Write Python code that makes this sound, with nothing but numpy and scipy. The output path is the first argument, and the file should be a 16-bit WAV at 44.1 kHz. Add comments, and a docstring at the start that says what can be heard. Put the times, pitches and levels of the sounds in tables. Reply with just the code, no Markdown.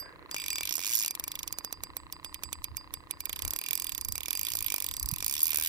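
"""A small boat on a calm lake: a fish strips line off a spinning reel held close to the microphone.
A sprung pawl snaps over the teeth of the drag: ringing modes, a noisy crack, at times a dull low pulse.
The snaps also make the metal spool ring, and they follow the pull of the fish.
The hull gives soft decaying ticks about thirty times a second; a narrow band of noise swishes briefly.
Behind lie shaped noise for wind, hands and water and the lake's hush, and low puffs at the ports."""
import sys
import numpy as np
from scipy import signal
from scipy.fft import rfft, irfft
from scipy.io import wavfile

SR = 44100
rng = np.random.default_rng(int(sys.argv[2]) if len(sys.argv) > 2 else 0)


def undo_db(level):
    """Turn decibels back into plain size, where 20 dB means ten times bigger."""
    steps = np.asarray(level, float) / 20
    return 10 ** steps


def unload_audio(sound):
    """Save the sound as a 16-bit wav file, at the path given as the first command line argument."""
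    columns = np.transpose(np.atleast_2d(sound))
    # keep every value between -1 and 1, then stretch to whole-number steps
    steps = np.round(np.clip(columns, -1, 1) * 32767)
    wavfile.write(sys.argv[1], SR, steps.astype(np.int16))


N = 250488


def rms_one(x):
    """Scale to an rms of 1."""
    return x / np.sqrt(np.mean(x ** 2) + 1e-20)


def sides(pan_db):
    """Gains of the left and right port for a left-right difference in dB; positive is left."""
    return undo_db(np.array([[.5], [-.5]]) * pan_db)


def left_late(x, lag_s):
    """Sound reaches the left port lag_s later than the right."""
    t = np.arange(N)
    return np.array([np.interp(t - lag_s * SR, t, x[0]), x[1]])


def train(s, sizes):
    """Impulses of the given sizes (channels x events) at times s."""
    out = np.zeros((2, N))
    at = np.round(s * SR).astype(int)
    inside = (at >= 0) & (at < N)
    out[:, at[inside]] = sizes[:, inside]
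    return out


def ring(clicks, hz, t60):
    """A two-pole resonance struck by clicks; it falls 60 dB in t60 seconds."""
    r = undo_db(-60 / (t60 * SR))
    w = 2 * np.pi * hz / SR
    return signal.lfilter([0, np.sin(w)], [1, -2 * r * np.cos(w), r * r], clicks + 1e-18)


def fade(x, t60):
    """Exponential decay after each impulse, 60 dB in t60 seconds."""
    return signal.lfilter([1], [1, -undo_db(-60 / (t60 * SR))], x + 1e-18)


def swell(s, sizes, rise_t60, fall_t60):
    """An envelope that climbs exponentially to each moment and dies after it."""
    blows = train(s, sizes)
    rise = fade(blows[:, ::-1], rise_t60)[:, ::-1]
    return fade(blows, fall_t60) + rise - blows   # the peak is in both halves


def bell(s, length_s):
    """A smooth rise and fall about time s; length_s is its standard deviation."""
    return np.exp(-.5 * ((np.arange(N) / SR - s) / length_s) ** 2)


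def band_pass(x, low_hz, high_hz):
    """Keep one band of frequencies."""
    return signal.sosfilt(signal.butter(2, [low_hz, high_hz], "band", fs=SR, output="sos"), x)


def colour(x, spectrum):
    """Shape by a spectrum in dB per Hz, with the causal (minimum) phase; white noise keeps its rms."""
    size = 1024
    hz, db = np.transpose(spectrum)
    gain = undo_db(np.interp(np.log(np.arange(size + 1) * SR / 2 / size + 1), np.log(hz), db))
    cepstrum = irfft(np.log(gain))
    # folding the cepstrum onto positive time gives minimum phase
    cepstrum[1:size] *= 2
    cepstrum[size + 1:] = 0
    response = irfft(np.exp(rfft(cepstrum)))
    response = response / np.sqrt(np.sum(response ** 2))
    return signal.oaconvolve(x, response[None], axes=1)[:, :N]


def drift(rate_hz):
    """Slow chance for each channel, spread 1: noise through two equal low-pass poles."""
    r = np.exp(-2 * np.pi * rate_hz / SR)
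    slow = signal.lfilter([1], [1, -2 * r, r * r], rng.standard_normal((2, N + SR)))
    return rms_one(slow)[:, SR:]


def in_time(rows):
    """Straight lines through the rows' columns, the first being seconds."""
    s, *columns = np.transpose(rows)
    return [np.interp(np.arange(N) / SR, s, c) for c in columns]


def moments(s, counted):
    """Times of every whole count, on a smooth cubic path through the given ones."""
    counted = np.round(counted)
    number = np.arange(counted[0], counted[-1] + 1)
    slope = np.gradient(s, counted)
    i = np.minimum(np.searchsorted(counted, number, "right") - 1, len(s) - 2)
    h = counted[i + 1] - counted[i]
    u = (number - counted[i]) / h
    bend = h * u * (1 - u) * (slope[i] * (1 - u) - slope[i + 1] * u)
    return number.astype(int), s[i] + (s[i + 1] - s[i]) * u * u * (1 + 2 * (1 - u)) + bend


# The drag wheel, tooth by tooth round one turn. 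Each row: relative levels in dB of the snap, its brightness,
# the reel frame, the reel body and the spool ring near 12 kHz.
WHEEL_TEETH = [(-24, 0.1, -45.5, -40.5, -26), (-23, 0, -48.5, -39, -28), (-24.5, -1.2, -34.5, -42, -23),
               (-25.5, 1, -36, -42.5, -32), (-27.5, 0.2, -36.5, -36.5, -36), (-29, -1.5, -36.5, -34.5, -19),
               (-26.5, -5.5, -33, -33, -36), (-23, -3.5, -32.5, -34.5, -27), (-22, -0.5, -36.0, -33, -29),
               (-21, -1.1, -32, -33.5, -24), (-23, 1, -34, -42.5, -51), (-24.5, -1.3, -37.5, -37.4, -37),
               (-24, 1, -37, -36.5, -58), (-24.5, -0.8, -36, -42.5, -27.2), (-24.5, 1.5, -37.5, -36.0, -27),
               (-25, -1.5, -42, -34, -25), (-25.5, -1, -43, -32.5, -29), (-28, -7, -49, -33.5, -16),
               (-25.5, -3.5, -41, -35.5, -26), (-24.5, -4.5, -44.5, -35, -22),
               (-24, 0.3, -39, -41.5, -30.5), (-24, -1.8, -42, -48.5, -10)]
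# How the reel is held. Each row: time in seconds, then load on the pawl, brightness,
# freedom of the frame to shake and left-right difference, all in dB.
REEL_GRIP = [(0, -31, -10, -2, -12), (.3, -3, -5, 13, 1), (0.451, -2, 0, 0, -4.5), (.6, 1.5, -2, 9.5, -1.5),
             (.8, -3, -3.5, -5.5, -9), (1.0, 2.5, -2.5, -8.5, -5), (1.15, 0.5, 2.5, 0, 2),
             (1.5, 0, .5, -0.5, -6.5), (2.2, -1, 4.5, -1, -7.5), (2.8, -2.5, 3, 3, -10.5),
             (3.3, -0.5, 3, 2, -7.5), (3.7, .5, 4, -1.5, -6), (4.1, -0.5, 3, -5, -8.5),
             (4.4, -0.5, 3, -2.5, -7), (4.7, 1, 2.5, 0, -5), (5.05, .5, 4, -8.5, -7),
             (5.35, 1, 2, -4.5, -4.5), (5.68, 2.5, 4, -3, -4.5)]
# Running numbers of the teeth whose passing times are given, one for each row of the next table.
TIMED_TEETH = [-1, 0, 1, 2, 5, 7, 9, 11, 14, 21, 26, 33, 39, 44, 48, 51, *range(53, 57),
               58, 60, *range(62, 82),
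               84, 87, 90, 95, 100, 103, 108, 110, 112, 113, 114, 120, 125, 132, 145, 147, 151, 153, 155, 157, 164, 168, 175, 181, 189, 194]
# The pull of the fish. Each row: time in seconds when that tooth passes, relative level of the rim's ring in dB.
LINE_PULL = [(0.0, -46.5), (0.3122, -44), (0.3442, -48), (0.3642, -41), (0.418, -42.5), (0.4616, -47),
             (0.5039, -38.5), (0.557, -39), (0.632, -46), (0.7541, -53), (0.8146, -46), (0.8845, -49),
             (0.9348, -41), (0.98, -45), (1.0158, -44), (1.0471, -48), (1.0795, -45), (1.1085, -46.5),
             (1.151, -68), (1.1968, -58), (1.2791, -48.5), (1.3542, -59), (1.4305, -57), (1.4766, -51),
             (1.5256, -50), (1.5854, -49), (1.6468, -47), (1.726, -50.5), (1.8354, -50.5), (1.9673, -61),
             (2.1246, -57), (2.2461, -46.5), (2.3435, -48), (2.4349, -44), (2.5288, -45), (2.642, -47.5),
             (2.7689, -39.5), (2.9387, -44), (3.1097, -47), (3.2046, -44.5), (3.2554, -52.0), (3.2945, -50),
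             (3.391, -48.5), (3.4784, -53), (3.5621, -49), (3.6857, -50.5), (3.7983, -45.5),
             (3.8679, -48.5), (4.0116, -49.5), (4.0852, -45), (4.1551, -50.0), (4.1793, -56), (4.2062, -56),
             (4.3521, -43), (4.45, -46.5), (4.57, -50), (4.8226, -55.5), (4.8641, -56), (4.9668, -44),
             (5.028, -52), (5.088, -44), (5.1375, -54.5), (5.2803, -50), (5.3388, -48), (5.4301, -41),
             (5.5051, -50), (5.6111, -57), (5.6724, -45)]


def snaps():
    """Each click: its time, the levels in dB set by tooth, load and speed, and the gains of the two ports."""
    when, rim_db = np.transpose(LINE_PULL)
    number, s = moments(when, TIMED_TEETH)
    snap_db, bright_db, frame_db, body_db, high_db = np.transpose(WHEEL_TEETH)[:, number % len(WHEEL_TEETH)]
    held, *grip = np.transpose(REEL_GRIP)
    load_db, grip_bright_db, free_db, pan_db = (np.interp(s, held, c) for c in grip)
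    octaves = -np.log2(np.gradient(s) * 40)   # speed against 40 clicks per second
    # a faster spool shakes frame, body and ring harder: 3, 1.16 and 6.5 dB per octave
    return {"s": s,
            "snap_db": snap_db + load_db,
            "bright_db": bright_db + grip_bright_db,
            "frame_db": frame_db + free_db + 3 * octaves,
            "body_db": body_db + load_db + 0.7 * free_db + 1.16 * octaves,
            "high_db": high_db + load_db + 6.5 * octaves,
            "rim_db": np.interp(s, when, rim_db),
            "pan": sides(pan_db)}


FRAME_TOP_HZ, BODY_TOP_HZ = 3000, 4500   # modes below these follow the frame, then the body
# Short modes of the reel. Each row: frequency in Hz, relative level in dB, decay by 60 dB in seconds.
REEL_MODES = [(2338, -4, 0.053), (2440, -2, 0.034), (2547, -7.5, 0.051), (2770, -2, 0.025),
              (3500, 7, 0.0086), (4040, -4.5, 0.0041), (4496, -2.5, 0.0044), (5560, -12, 0.022),
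              (5920, -17.5, 0.024), (6950, -12.5, 0.019), (7700, -15, 0.008), (9200, -15, 0.029),
              (10540, -9, 0.011), (11620, -5, 0.018), (12300, -8, 0.0098), (13080, -12.5, 0.013),
              (14800, -2.5, 0.0092), (14850, -8.5, 0.0095)]
# Bands whose modes follow the brightness. Each row: lower and upper edge in Hz.
BRIGHT_BANDS = [(5000, 8000), (8000, 11500), (11500, 17000)]


def pawl_modes(clicks):
    """The pawl lands and bounces once; both blows shake every damped mode anew, unevenly."""
    bounce_s, bounce_db, spread_db, smear_s = .0009, -9.5, 4.5, .0001
    modes_db, skew_cycles = -7.5, 0.27   # skew: spread by which the two ports hear a mode out of step
    lift_db, lift_follows = (3.5, 4.5, 2.5), (-1.5, 0.67, 1.42)   # for each bright band
    s = clicks["s"]
    luck = rng.standard_normal((len(s), len(REEL_MODES), 6))
    out = 0
    for k, (hz, db, t60) in enumerate(REEL_MODES):
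        lift = sum(base + share * clicks["bright_db"]
                   for base, share, (low, high) in zip(lift_db, lift_follows, BRIGHT_BANDS) if low < hz < high)
        part = "frame_db" if hz < FRAME_TOP_HZ else "body_db" if hz < BODY_TOP_HZ else "snap_db"
        level_db = clicks[part] + db + lift + modes_db
        size = undo_db(level_db + spread_db * luck[:, k, :2].T) * clicks["pan"]   # each port its own way
        landing = train(s + smear_s * luck[:, k, 4], size)
        bounce_size = size * undo_db(bounce_db + spread_db * luck[:, k, 2:4].T)
        bounce = train(s + bounce_s + smear_s * luck[:, k, 5], bounce_size)
        lag_s = skew_cycles * rng.standard_normal() / hz
        out = out + ring(left_late(landing + bounce, lag_s), hz, t60)
    return out


# Broadband part of a snap. Each row: frequency in Hz, relative level in dB per Hz.
CRACK_SPECTRUM = [(2350, -32), (4000, 3), (5610, 6), (8150, 3), (11600, 3), (13100, 4.5), (14700, 3),
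                  (16500, 0.5)]


def pawl_noise(clicks):
    """Metal contact as noise: a sharp crack, a mid-band rattle and a faint wash about each snap."""
    s, pan = clicks["s"], clicks["pan"]
    middle_s = s + .00045   # halfway to the bounce
    shared, apart = rng.standard_normal(N), rng.standard_normal((2, N))
    chatter = shared + apart
    blows = undo_db(clicks["snap_db"]) * pan
    crack = undo_db(-4.5) * chatter * swell(middle_s, blows, rise_t60=.0022, fall_t60=0.012)
    wash = undo_db(-28) * apart[::-1] * swell(s, blows, rise_t60=0.061, fall_t60=0.038)
    rattle_size = undo_db(clicks["body_db"] + 3.5) * pan
    rattle = chatter * swell(middle_s, rattle_size, rise_t60=0.0075, fall_t60=0.03)
    return band_pass(rattle, 2000, BODY_TOP_HZ) + colour(crack + wash, CRACK_SPECTRUM)


def pawl():
    """Modes and noise of each snap, high-passed above 1500 Hz."""
    clicks = snaps()
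    high_pass = signal.butter(4, 1500, "high", fs=SR, output="sos")
    return signal.sosfilt(high_pass, pawl_modes(clicks) + pawl_noise(clicks))


def spool():
    """Each snap gives the rim's ring a new strength and nudges its phase; overtones add up blow by blow."""
    rim_hz, rise_s, rim_t60, gain_db = 4829, 0.0031, 0.22, 2.5
    spread_db, uneven_db = 6.0, 3.65   # of the overtone blows; of the ring from snap to snap
    clicks = snaps()
    s, pan = clicks["s"], clicks["pan"]
    ring_db = clicks["rim_db"] + uneven_db * rng.standard_normal(len(s))
    t = np.arange(N) / SR
    last = np.maximum(np.searchsorted(s, t, "right") - 1, 0)
    since = np.maximum(t - s[last], 0)
    luck = rng.standard_normal((len(s), 7))
    nudges = np.cumsum(luck[:, 0])   # radians
    phase = 2 * np.pi * rim_hz * t + nudges[last] + [[1.0], [0]]   # left port one radian ahead
    level = undo_db(ring_db[last] + gain_db - 60 * since / rim_t60) * (1 - np.exp(-since / rise_s))
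    out = sides(-5.0) * level * np.sin(phase)
    # overtones: Hz, relative dB, t60 in seconds, level of each blow in dB
    overtones = [(7782, -12, 0.32, ring_db), (11815, -15.5, 0.036, clicks["high_db"]),
                 (12900, -8.5, 0.063, ring_db)]
    for k, (hz, db, t60, blow_db) in enumerate(overtones):
        chance_db = spread_db * luck[:, 2 * k + 1:2 * k + 3].T
        out = out + ring(train(s, undo_db(blow_db + db + chance_db) * pan), hz, t60)
    return out


# Snaps that carry a short dull low pulse. Each row: time in seconds, relative level in dB.
LOW_PULSES = [(0.3444, -27.5), (0.3644, -41), (0.5041, -40), (0.5832, -36), (0.6085, -31), (0.7086, -36),
              (0.7805, -34.5), (0.7922, -34.5), (0.8464, -41), (0.8662, -44), (1.0472, -37.2), (1.061, -39),
              (1.1088, -36.5), (1.151, -38), (1.1969, -34.5), (1.2795, -35.5), (1.3541, -40),
              (1.5255, -38.5), (1.5853, -32.5), (1.6467, -31), (1.7262, -32), (1.8357, -33.5),
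              (1.9671, -36), (2.2459, -38), (2.4351, -35.5), (2.5287, -35.5), (2.9391, -38.5),
              (3.1109, -36.5), (3.2943, -35.5), (3.3615, -42), (3.4201, -38), (3.4485, -31.1),
              (3.4782, -38.4), (3.507, -44), (3.5348, -33.5), (3.5622, -40), (3.6135, -38), (3.7077, -40),
              (3.7304, -41), (3.776, -40.5), (3.9786, -40), (4.1548, -40.5), (4.1797, -37), (4.2069, -38.5),
              (4.2823, -33), (4.3063, -40), (4.3524, -38), (4.3933, -40), (4.5361, -41), (4.5529, -34.5),
              (4.7223, -35), (4.7416, -27.5), (4.7814, -39), (4.8642, -42), (5.2261, -34), (5.2634, -38),
              (5.3108, -40), (5.4304, -42), (5.5317, -34.5), (5.5452, -33), (5.5851, -33), (5.5984, -41),
              (5.6112, -42)]


def low_pulse():
    """Some snaps carry a short dull low pulse, slightly late: a band-passed impulse of either sign."""
    clicks = snaps()
    when, db = np.transpose(LOW_PULSES)
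    nearest = abs(when[:, None] - clicks["s"]).argmin(axis=1)
    size = undo_db(db + 24) * clicks["pan"][:, nearest] * rng.choice([-1, 1], len(when))
    late_s = .0006
    pulse = train(clicks["s"][nearest] + late_s, size)
    return band_pass(pulse + 1e-18, 180, 2400)


# A brief hoarse swish, perhaps line rubbing in the guides. Each row: centre in seconds,
# length (standard deviation) in seconds, level in dB at the peak.
LINE_SWISHES = [(.08, 0.034, -53), (.93, 0.077, -59), (5.605, 0.047, -54)]


def swishes():
    """Noise in a narrow band, swelling and fading."""
    centre_hz, width_hz = 1610, 140
    level = sum(undo_db(db) * bell(s, length_s) for s, length_s, db in LINE_SWISHES)
    hoarse = band_pass(rng.standard_normal((2, N)), centre_hz - width_hz / 2, centre_hz + width_hz / 2)
    return level * rms_one(hoarse)


# The ticking runs a little fast and slow by turns. Each row: time in seconds, ticks counted so far.
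HULL_TIMES = [(0.026, 0), (0.4935, 14), (1.0758, 32), (1.2755, 38), (1.5079, 45), (1.6761, 50),
              (1.9358, 58), (2.1334, 64), (2.3274, 70), (2.6523, 80), (2.94, 89), (3.337, 101),
              (3.6558, 111), (4.0234, 122), (4.284, 130), (4.9153, 149), (5.236, 159), (5.6532, 172)]
# What a tick rings with. Each row: frequency in Hz, relative level in dB, decay by 60 dB in seconds,
# left-right difference in dB.
HULL_MODES = [(309, -20.5, 0.049, -2.6), (931.5, -20, 0.03, -9), (1046, -11.5, 0.027, -9.5),
              (1207, -17, 0.023, -11.5), (1950, -14.5, 0.0078, 9.5), (2650, -15, 0.0055, -2.2),
              (4080, -12.5, 0.0039, -6.5)]


def hull_tick():
    """A soft double tick, the weak one first; its modes swell in a few cycles and die in the hull."""
    first_s, first_db, spread_db = .008, -12.0, 1.4
    _, when = moments(*np.transpose(HULL_TIMES))
    level = undo_db(-39.5 + spread_db * rng.standard_normal(len(when))) * np.ones((2, 1))
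    ticks = train(when, level) + undo_db(first_db) * train(when - first_s, level)
    t, shape = np.arange(-SR // 20, SR // 20) / SR, 0
    for k, (hz, db, t60, pan_db) in enumerate(HULL_MODES):
        age = t + first_s * (k == 0)   # the lowest mode peaks early, with the weak tick
        rise_s = 1.3 / hz   # each mode swells in so many cycles
        rise = np.exp(-.5 * (age / rise_s) ** 2)
        fall = undo_db(-60 * (np.hypot(age, rise_s) - rise_s) / t60)
        tone = np.where(age < 0, rise, fall) * np.cos(2 * np.pi * hz * age)
        shape = shape + sides(pan_db) * undo_db(db - abs(pan_db) / 2) * tone
    return signal.oaconvolve(ticks, 2 * shape, axes=1)[:, SR // 20:SR // 20 + N]


def half_alike():
    """White noise in both ports with a part in common."""
    return rng.standard_normal((2, N)) + 0.64 * rng.standard_normal((1, N))


# Hands and water close by. Each row: frequency in Hz, relative level in dB per Hz.
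RUSTLE_SPECTRUM = [(150, -20), (300, -0.5), (500, 4), (800, -7.5), (1500, -3.5), (2000, -1), (2600, -14.5),
                   (8000, -70)]


def rustle(level_db):
    """Hands and water: coloured noise, its grainy level shared by both ports."""
    return colour(half_alike(), RUSTLE_SPECTRUM) * undo_db(level_db + 2.0 + 3.5 * drift(60)[0])


# Wind at the microphone ports. Each row: frequency in Hz, relative level in dB per Hz.
WIND_SPECTRUM = [(12, -32), (20, -8.5), (70, 2), (124, -7), (157, -23), (188, -16), (260, -19.5),
                 (340, -20), (570, -120)]


def wind(level_db, pan_db):
    """Light wind buffets the ports: low separate noise in each, with lumpy levels."""
    gusts = sides(pan_db) * undo_db(level_db + 5.0 + 4.5 * drift(15.3))
    return gusts * colour(rng.standard_normal((2, N)), WIND_SPECTRUM)


# The open lake all round. Each row: frequency in Hz, relative level in dB per Hz.
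LAKE_SPECTRUM = [(88, -59), (150, 18.5), (222, 1), (309, 5), (689, 1), (1060, -6), (1360, -9), (1940, -6),
                 (3420, -8), (4760, -14), (6510, -15), (14800, -16.5), (16000, 0)]


def lake():
    """The even hush of the lake: steady coloured noise."""
    return undo_db(-62) * colour(half_alike(), LAKE_SPECTRUM)


# The air about the boat. Each row: time in seconds, relative level of wind on the ports in dB, its left-right
# difference in dB, relative level of the rustle of hands and water in dB.
AIR_LEVELS = [(0.0, -65, 1.0, -59), (0.05, -62.5, 1, -60), (0.85, -68.5, -3, -71.5),
              (1.36, -65, -4.5, -66.5), (2.53, -59, 1, -70.5), (3.37, -63.5, 2, -68),
              (3.48, -53.5, 13, -63), (3.62, -70.5, -2.0, -69.5), (4.13, -57, -6, -69), (4.21, -62, 5, -74),
              (4.54, -66, 2, -71), (4.62, -59, 13.5, -69), (4.79, -67, -4, -71), (4.9, -57, 12.5, -68),
              (5.03, -50.5, -4, -67.5), (5.28, -58, -6, -79), (5.35, -64.5, 14, -75), (5.68, -63, 12, -77)]


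def air():
    """Wind and rustle following their moving levels, with the steady hush of the lake."""
    wind_db, wind_pan_db, rustle_db = in_time(AIR_LEVELS)
    return wind(wind_db, wind_pan_db) + sides(-2.0) * (rustle(rustle_db) + lake())


# Puffs of wind that thump the right port. Each row: time in seconds, frequency in Hz, level in dB,
# length (standard deviation) in seconds, left-right difference in dB.
WIND_PUFFS = [(5.053, 56, -38.5, 0.013, -21), (5.129, 133, -34.5, 0.0034, -22)]


def puffs():
    """A cycle or two of low pressure: a sine under a bell-shaped envelope."""
    t = np.arange(N) / SR
    return sum(sides(pan_db) * undo_db(db) * bell(s, length_s) * np.sin(2 * np.pi * hz * (s - t))
               for s, hz, db, length_s, pan_db in WIND_PUFFS)


def scene():
    """The reel close on the right, the hull below, the air around."""
    # the left port is further away from reel and hull
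    reel = left_late(pawl() + low_pulse() + spool(), 0.0002032)
    hull = left_late(hull_tick(), 0.00016)
    return reel + swishes() + hull + air() + puffs()


def roll_off(x):
    """The treble ends steeply here."""
    return signal.sosfilt(signal.butter(12, 16640, fs=SR, output="sos"), x)


def record(dry):
    """A steep low-pass takes off the top of the finished mix, from 16400 Hz up."""
    low_pass = signal.cheby2(12, 60, 16400, fs=SR, output="sos")
    mix = signal.sosfilt(low_pass, dry)
    return roll_off(mix)


dry = scene()
out = record(dry)
unload_audio(out)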